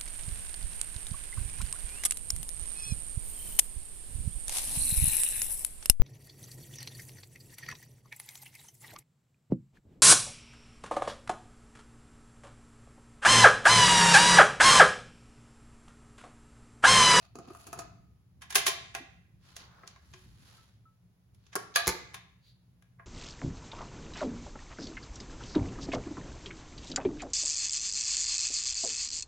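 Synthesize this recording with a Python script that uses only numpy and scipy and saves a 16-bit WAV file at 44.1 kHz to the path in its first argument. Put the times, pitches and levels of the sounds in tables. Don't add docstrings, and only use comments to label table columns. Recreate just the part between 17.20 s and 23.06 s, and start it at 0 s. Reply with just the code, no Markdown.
import sys
import numpy as np
from scipy import signal
from scipy.fft import rfft, irfft, next_fast_len
from scipy.io import wavfile

SR = 44100
rng = np.random.default_rng(int(sys.argv[2]) if len(sys.argv) > 2 else 0)


def log_audio(samples):
    frames = np.atleast_2d(samples).T
    limited = np.clip(frames, -1, 1)
    pcm = np.round(limited * 32767).astype(np.int16)
    wavfile.write(sys.argv[1], SR, pcm)


N = 258413
TIME = np.arange(N) / SR
RING = TIME[:SR // 3]

# [start_s, level_db over 10 ms, chatter_ms, bass_db, presence_db, treble_db]
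KNOCKS = [(.155, -42, 1.63, 18, 0, -5.5), (.187, -41, 1.66, 19, -2.5, -8.5),
          (.274, -46.5, 9.7, 18, -11.5, -7), (.301, -46, 8, 10.5, -16.5, -8),
          (.349, -47, 1.37, -11, -12, -1.5), (.467, -43.5, 5.8, 11.5, 3, 5),
          (.529, -36, 2.6, -4.5, -5, -2.5), (.575, -46.5, 3.7, 12.5, -7, -7.5),
          (.589, -35, 4.24, 6.5, 3, 1), (.619, -45.5, 2.84, -6, -13, -18)]
TICKS = [(2.3645, -41.5, 3.4, 14, 8, 5.5), (2.634, -51, 3.05, 17.5, -28.5, -31.5),
         (2.6755, -45.5, 2.46, -7.5, 6.5, 1.5), (2.761, -57, 2.1, -0.5, -19, -24),
         (2.936, -48.5, 5.44, -4.5, -1.5, -16.5), (4.146, -68, 4.11, -5.5, 6, 10),
         (4.265, -62.5, 4.96, -7, 7, -6.5), (4.328, -47, 9.9, -7.5, -5.5, -18.5),
         (4.9425, -38.5, 6.28, -5.5, -5.5, -5.5), (5.623, -63, 2.88, -6.5, -8, -4.5),
         (5.795, -49, 7.3, -1, -40, -37.5)]
CATCHES = [(4.3542, -27, 0.97, 0.5, 3.5, 8), (4.3595, -28.5, 3.1, -4, -1.5, -4.5)]
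SNAPS = [(4.540, -48.5, 6.7, -5, 9, -15.5), (4.549, -40.5, 7.4, -7, 15.5, -11.5),
         (4.555, -24.5, 8.65, 5.5, -3.5, 3), (4.5592, -17.5, 2.43, 2.5, 3, 1.5),
         (4.569, -29.5, 7.6, 13, -5, -19), (4.660, -39, 5.2, -6.5, 19.5, -16.5)]
SLAPS = [(4.6712, -28.5, 1.11, 4, 3.5, 4), (4.6762, -27.5, 3.5, -8, 11.5, -12.5),
         (4.6785, -23, 0.346, 7, 1.5, 5.5), (4.684, -33, 0.87, 1, -0.5, 2.5),
         (4.6895, -28.5, 2.6, -14.5, -2, -10.5), (4.6945, -32.5, 3.6, -11.5, 0, -4.5),
         (4.703, -51.5, 3.3, -2.5, -16, 4.5)]
# [rebound_after_ms, rebound_db]
LEVER_THROWS = [(1.218, -44, 7.8, -8, -4.5, -5, 9, -10), (1.304, -37.5, 6.1, -11.5, -2.5, -1.5, 20, -1.5),
                (1.354, -14.5, 6.12, 2, 0.5, 5.5, 26, -13), (1.465, -19.5, 6.5, 6, 2.5, 6, 12, -3),
                (1.7495, -31.5, 2.86, 8, -5.5, -6.5, 14, -15.5)]

# [start_s, pitch_hz, level_db over 10 ms, t60_s]
PINGS = [(.303, 356, -45, 0.057), (1.798, 338.1, -51.5, 0.141), (1.802, 268.5, -50.5, 0.152),
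         (2.635, 1311, -55, 0.0545), (2.762, 1050, -62, 0.052), (2.941, 368.6, -56, 0.33),
         (3.382, 1315, -61.5, 0.187), (3.654, 1308, -58, 0.226), (4.356, 378, -43.5, 0.08),
         (4.944, 2145, -61, 0.53)]
# [pitch_hz, relative_level_db, t60_s]
PLATTER_MODES = [(62, -13, 0.21), (85.2, 0.5, 0.094), (120.8, -1, 0.082), (186.5, 4.5, 0.077),
                 (280, -4, 0.067), (333.6, 1.5, 0.12), (407, -3.5, .08)]

# [centre_hz, width_hz, lift_db]
VINYL_RESONANCES = [(361.6, 98, 3.5), (426.7, 28, 4.5), (482.15, 22, 4.5), (683.7, 50, 14.5),
                    (759, 130, 8.5), (1223, 54, 8), (1296, 170, 6.5), (2580, 220, 10.5), (4526, 180, 5.5),
                    (6617, 570, 6), (9065, 450, 14)]
CHASSIS_RESONANCES = [(398, 58, 3.7), (392, 42, 9.3), (681.5, 40, 14), (776.5, 41, 12), (1049.5, 70, 8),
                      (1143.1, 140, 6), (1660.4, 110, 8.4), (2047, 170, 5.6), (2384, 120, 5),
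                      (2690, 160, 3.3), (3152, 46, 5.8), (3448, 46, 6.1), (3634, 110, 5.5), (5205, 34, 5.2),
                      (6096, 120, 4.4), (9200, 770, 6.8), (11030, 120, 7.3), (14950, 200, 8)]
SPINDLE_RESONANCES = [(408, 45, 7), (500, 60, 4), (691, 55, 19), (787, 46, 11), (1167, 76, 16),
                      (1277, 90, 7.35), (1684, 190, 17), (2310, 160, 7), (2500, 100, 10), (3450, 250, 6),
                      (3977, 100, 9), (4526, 200, 10), (6510, 220, 8)]
CLAW_RESONANCES = [(409, 76, 15), (694, 83, 7.5), (1120, 150, 5.5), (1340, 120, 4.5), (1770, 560, 5),
                   (5200, 370, 4.5), (6430, 330, 3), (8870, 910, 12)]
LANDING_RESONANCES = [(368, 67, 5), (420, 70, 5.6), (530, 110, 6.4), (734, 30, 4), (884, 65, 10),
                      (1200, 64, 4.4), (2037, 60, 6.7), (2127, 52, 6), (2346, 110, 3.87), (3950, 260, 4.6)]

# [frequency_hz, density_db]
VINYL_COLOUR = [(60, -17), (200, 1.5), (400, -0.5), (600, -5), (1300, 3), (2000, -9.5), (3500, -13),
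                (6500, -5.5), (11000, -9.5), (16000, -24.5)]
METAL_COLOUR = [(60, -34), (200, -18), (400, -7.5), (700, -2), (1500, 5), (3000, 5), (4500, 4), (6500, 5),
                (10000, 1.5), (13000, -7), (16000, -16.5)]
SPINDLE_COLOUR = [(60, -42.5), (250, -25.5), (700, -2), (1300, -2), (2400, -1.5), (3200, -0.5),
                  (4300, -1.5), (7000, -5.5), (10500, 0.5), (13000, -12), (16000, -19)]
SLAP_COLOUR = [(60, -11.5), (400, 1), (650, -4), (1100, 3.5), (1600, -0.5), (2200, 3), (3000, -8.5),
               (4200, -2.5), (7000, -2), (10500, -0.5), (16000, -14.5)]
SLIDE_COLOUR = [(150, 9.5), (400, -3), (1300, 3.5), (2300, -1), (4500, 1.5), (7000, -7), (9000, -12.5),
                (16000, -43.5)]
RASP_COLOUR = [(200, -19), (450, -4), (1000, 2), (1400, 4.5), (2000, -8.5), (4000, -28.5)]
RUMBLE_COLOUR = [(20, -37), (40, -12.5), (62, 3.5), (85, 1), (140, -2), (200, -8), (280, -17), (400, -23),
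                 (800, -52.5), (2000, -60.5)]
HISS_COLOUR = [(100, 11), (400, 10.5), (700, 7.5), (1200, 3.5), (2500, -1.5), (5000, -4.5), (7000, -6.5),
               (8500, -6), (11000, -4.5), (13500, -12), (16000, -9.5)]
FINE_SLIDE_COLOUR = [(1000, -52.5), (7000, 3.5), (10000, 4), (12500, -2), (16000, -14)]
THUD_COLOUR = [(20, -27), (40, -10), (60, 1.5), (500, -2.5), (1500, -4.0)]
TAIL_COLOUR = [(100, -5.5), (500, 9), (1500, 3.5), (4000, 5.5), (7000, -3.0), (10000, -10.5), (16000, -13.5)]

# [peak_s, level_db before gain, rise_s, fall_s, fine_part_db against the coarse]
FITTING_STROKES = [(.04, -65, 0.15, .06, -12.5), (.28, -63, 0.103, .08, -21.5), (.37, -65.5, 0.06, .09, 3),
                   (.46, -59, .07, .1, -6), (.58, -62, 0.096, .07, -23)]
# [peak_s, level_db before gain, rise_s, fall_s, fine_part_db against the coarse]
CAM_STROKES = [(2.28, -62, 0.0746, 0.123, -10), (2.41, -57, 0.068, 0.066, -14),
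               (2.62, -71, 0.263, 0.271, -14), (2.98, -67.5, 0.196, 0.272, -3.5),
               (3.3, -62.5, 0.179, .28, -6.5), (4.28, -74, 0.142, .1, -14.5)]
# [peak_s, level_db, rise_s, fall_s]
RASP_STROKES = [(2.507, -63.5, 0.183, 0.4)]

# [frequency_hz, t60_s]
ROOM_T60 = [(100, 1.7), (350, 0.5), (800, 0.5316), (2000, 0.6774), (3800, 0.57), (5500, 0.5136),
            (8000, 0.6176), (11000, 0.24), (16000, 0.0147)]
# [time_s, level_db before trim and surge]
RUMBLE_SWELL = [(0.0, -65), (0.75, -55.5), (1.05, -65), (1.4, -56), (2.1, -63.5), (3.3, -62), (3.75, -68),
                (5.0, -64.5), (5.86, -69)]
# [pitch_hz, width_hz, level_db before surge]
DRONES = [(116.6, 19, -63.5), (178.25, 7, -69.5)]

# [frequency_hz, lead_rad]
PORT_PHASE = [(0, 0), (6600, 0), (7750, -2.3), (8700, -3.14), (9500, -4.3), (10400, -6), (11600, -6.6),
              (12700, -9), (14000, -9.9), (15200, -12.4), (16500, -12.8)]
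# [frequency_hz, balance_db]
PORT_BALANCE = [(100, 0), (1000, 1), (2000, 0.5), (4000, -1), (7000, -2.5), (10000, 0)]
# [frequency_hz, gain_db]
PORT_SIDE = [(100, -6.5), (330, -9.5), (600, -2), (1200, -2.5), (2200, -1.0),
             (6500, -0.5), (8200, -19.0), (16000, -11)]
# [frequency_hz, gain_db]
PORT_MID = [(6500, -1), (8200, -1.0), (16000, 3.5)]


def undb(db):
    return 10 ** (np.asarray(db) / 20)


def unit(x):
    return x / np.sqrt(np.mean(np.sum(x ** 2, axis=-1)))


def along(points, hz):
    f, value = np.transpose(points)
    return np.interp(np.log(hz + 1e-9), np.log(f), value)


def response_db(hz, points, resonances):
    lifts = sum(lift / (1 + (2 * (hz - f) / width) ** 2) for f, width, lift in resonances)
    return along(points, hz) + lifts


def colour(x, points, resonances=()):
    size = next_fast_len(x.shape[-1] + SR // 10, True)
    gain = undb(response_db(np.fft.rfftfreq(size, 1 / SR), points, resonances))
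    cepstrum = irfft(np.log(gain), size)
    cepstrum[1:size // 2] *= 2
    cepstrum[size // 2 + 1:] = 0
    response = np.exp(rfft(cepstrum))
    return irfft(rfft(x, size) * response, size)[..., :x.shape[-1]]


def pair(size, width):
    mid, side = rng.standard_normal((2, size))
    return np.array([mid + width * side, mid - width * side])


def noise(points, width, resonances=()):
    size = next_fast_len(N, True)
    gain = undb(response_db(np.fft.rfftfreq(size, 1 / SR), points, resonances))
    coloured = irfft(rfft(pair(size, width)) * gain)[:, :N]
    return unit(coloured) * np.sqrt(N)


def walk(rate):
    knots = rng.standard_normal(int(TIME[-1] * rate) + 2)
    return np.interp(TIME * rate, np.arange(len(knots)), knots)


def add(out, start_s, level_db, sound):
    start = int(start_s * SR)
    part = unit(sound)[:, :N - start]
    out[:, start:start + part.shape[1]] += undb(level_db) * np.sqrt(SR / 100) * part


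def ring(modes, spread):
    out = 0
    for hz, db, t60 in modes:
        phase = spread * min(hz / 2000, 1) * rng.standard_normal((2, 1))
        tone = np.sin(2 * np.pi * hz * RING + phase) * undb(-60 * RING / t60)
        out = out + undb(db) * unit(tone)
    return unit(out)


def blows(rows, spectrum, resonances, body_db, body_t60, width):
    out = np.zeros((2, N))
    fade = undb(-60 * RING / body_t60)
    for start_s, level_db, chatter_ms, bass_db, presence_db, treble_db in rows:
        age = np.minimum(RING * 1000 / max(chatter_ms, .2), 30)
        contact = unit(pair(len(RING), width) * np.sqrt(age) * np.exp(-1.3 * age))
        body = unit(pair(len(RING), width) * fade * (1 - np.exp(-age)))
        sound = colour(contact + undb(body_db) * body, spectrum, resonances)
        hardness = [(300, bass_db), (900, 0), (1800, 0),
                    (4500, presence_db), (7000, presence_db), (10500, treble_db)]
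        add(out, start_s, level_db, colour(sound, hardness))
    return out


def grazed(rows, graze_db):
    lead_ms, chatter_ms = 8, 14
    grazes = [(start_s - lead_ms / 1000, level_db + graze_db, chatter_ms, *tone)
              for start_s, level_db, _, *tone in rows]
    return rows + grazes


def throws(rows, graze_db):
    duller_bass_db, duller_treble_db = 8.5, -3.5
    strikes = [row[:6] for row in rows]
    rebounds = [(start_s + after_ms / 1000, level_db + rebound_db, chatter_ms,
                 bass_db + duller_bass_db, presence_db, treble_db + duller_treble_db)
                for start_s, level_db, chatter_ms, bass_db, presence_db, treble_db, after_ms, rebound_db in rows]
    return grazed(strikes, graze_db) + rebounds


def stroke(peak_s, level_db, rise_s, fall_s):
    drop_db = 19.5
    shape = 1.9
    away = np.maximum((peak_s - TIME) / rise_s, (TIME - peak_s) / fall_s)
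    return undb(level_db - drop_db * away ** shape)


def slide(rows, resonances, gain_db, grain_db, lump_db):
    coarse = noise(SLIDE_COLOUR, 0.944, resonances)
    fine = noise(FINE_SLIDE_COLOUR, width=1.0)
    hiss = sum(stroke(peak_s, level_db, rise_s, fall_s) * (coarse + undb(fine_db) * fine)
               for peak_s, level_db, rise_s, fall_s, fine_db in rows)
    return hiss * undb(gain_db + grain_db * walk(300) + lump_db * walk(39))


def background():
    rumble_trim_db, surge_db, hiss_db = 2.5, 2.08, -75.5
    swell_db = np.interp(TIME, *np.transpose(RUMBLE_SWELL))
    low = noise(RUMBLE_COLOUR, width=0.8) * undb(swell_db + rumble_trim_db)
    for pitch_hz, width_hz, level_db in DRONES:
        waver = walk(2 * width_hz) + 1j * walk(2 * width_hz)
        low = low + undb(level_db) * np.real(waver * np.exp(2j * np.pi * pitch_hz * TIME))
    return low * undb(surge_db * walk(14)) + undb(hiss_db) * noise(HISS_COLOUR, width=1.0)


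def fitting():
    return slide(FITTING_STROKES, VINYL_RESONANCES, gain_db=1.5, grain_db=4.0, lump_db=2.2)


def knocks():
    contacts = grazed(KNOCKS, graze_db=-16)
    return blows(contacts, VINYL_COLOUR, VINYL_RESONANCES, body_db=-3, body_t60=.1, width=0.66)


def pings():
    out = np.zeros((2, N))
    for start_s, pitch_hz, level_db, t60_s in PINGS:
        note = ring([(pitch_hz, 0, t60_s)], spread=0.47)
        add(out, start_s, level_db, note * (1 - np.exp(-RING / 0.0025)))
    return out


def lever():
    contacts = throws(LEVER_THROWS, graze_db=-13.5)
    return blows(contacts, METAL_COLOUR, CHASSIS_RESONANCES, body_db=-6.5, body_t60=0.13, width=0.8)


def cam():
    return slide(CAM_STROKES, [], gain_db=1.0, grain_db=2.5, lump_db=0.0)


def ticks():
    contacts = grazed(TICKS, graze_db=-13)
    return blows(contacts, METAL_COLOUR, CHASSIS_RESONANCES, body_db=-9, body_t60=0.14, width=0.72)


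def rasp():
    slips = undb(3.4 * walk(140))
    return noise(RASP_COLOUR, width=0.79) * sum(stroke(*row) for row in RASP_STROKES) * slips


def catches():
    return blows(CATCHES, VINYL_COLOUR, CLAW_RESONANCES, body_db=1.5, body_t60=0.026, width=0.82)


def snaps():
    return blows(SNAPS, SPINDLE_COLOUR, SPINDLE_RESONANCES, body_db=-4.0, body_t60=.12, width=0.96)


def slaps():
    return blows(SLAPS, SLAP_COLOUR, LANDING_RESONANCES, body_db=-5.0, body_t60=0.08, width=0.26)


def thud():
    out = np.zeros((2, N))
    push = -ring(PLATTER_MODES, spread=0.97)
    add(out, 4.679, -29.5, colour(push, THUD_COLOUR))
    return out


def skid():
    peak_s, level_db, swish_hz, spread_s = 5.28, -65, 4190, 0.0443
    swish_colour = [(swish_hz / 4, -28), (swish_hz * 0.69, -12), (swish_hz * 1.0, -2),
                    (swish_hz * 1.145, 0), (swish_hz * 1.14, -13), (swish_hz * 3.14, -26)]
    swell = np.exp(-((TIME - peak_s) / spread_s) ** 2)
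    return noise(swish_colour, width=0.57) * undb(level_db) * swell


def room(x, early_db, early_t60, late_db):
    t = TIME[:SR]
    hz = np.fft.rfftfreq(SR, 1 / SR)
    centres = np.geomspace(60, 16000, num=17)
    diffuse, tail = rfft(pair(SR, width=1.0)), 0
    for centre_hz, share in zip(centres, np.eye(len(centres))):
        band = irfft(diffuse * np.interp(hz, centres, share), SR)
        tail = tail + band * undb(-60 * t / along(ROOM_T60, centre_hz))
    tail = colour(tail * (1 - np.exp(-t / 0.0025)), TAIL_COLOUR)
    early = pair(SR, width=1.0) * undb(-60 * t / early_t60) * (1 - np.exp(-t / 0.0026))
    response = undb(early_db) * unit(early) + undb(late_db) * unit(tail)
    return x + signal.fftconvolve(x, response, axes=1)[:, :N]


def scene():
    deck = fitting() + knocks() + lever() + cam() + ticks() + rasp()
    deck += catches() + snaps() + slaps() + thud() + skid()
    near = pings()
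    pings_into_room = undb(-14.0) * near
    in_room = room(deck + pings_into_room, early_db=-13, early_t60=0.26, late_db=-10.5)
    return in_room + near + background()


def record(dry):
    hz = np.fft.rfftfreq(N, 1 / SR)
    left, right = rfft(dry)
    mid = (left + right) / 2 * undb(along(PORT_MID, hz))
    side = (left - right) / 2 * undb(along(PORT_SIDE, hz))
    turn = np.exp(.5j * np.interp(hz, *np.transpose(PORT_PHASE)))
    turn = turn * undb(along(PORT_BALANCE, hz) / 2)
    ports = irfft(np.array([(mid + side) * turn, (mid - side) / turn]), N)
    top_hz = 16200
    return signal.sosfilt(signal.ellip(10, .2, 70, top_hz, fs=SR, output="sos"), ports)


dry = scene()
out = record(dry)
log_audio(out)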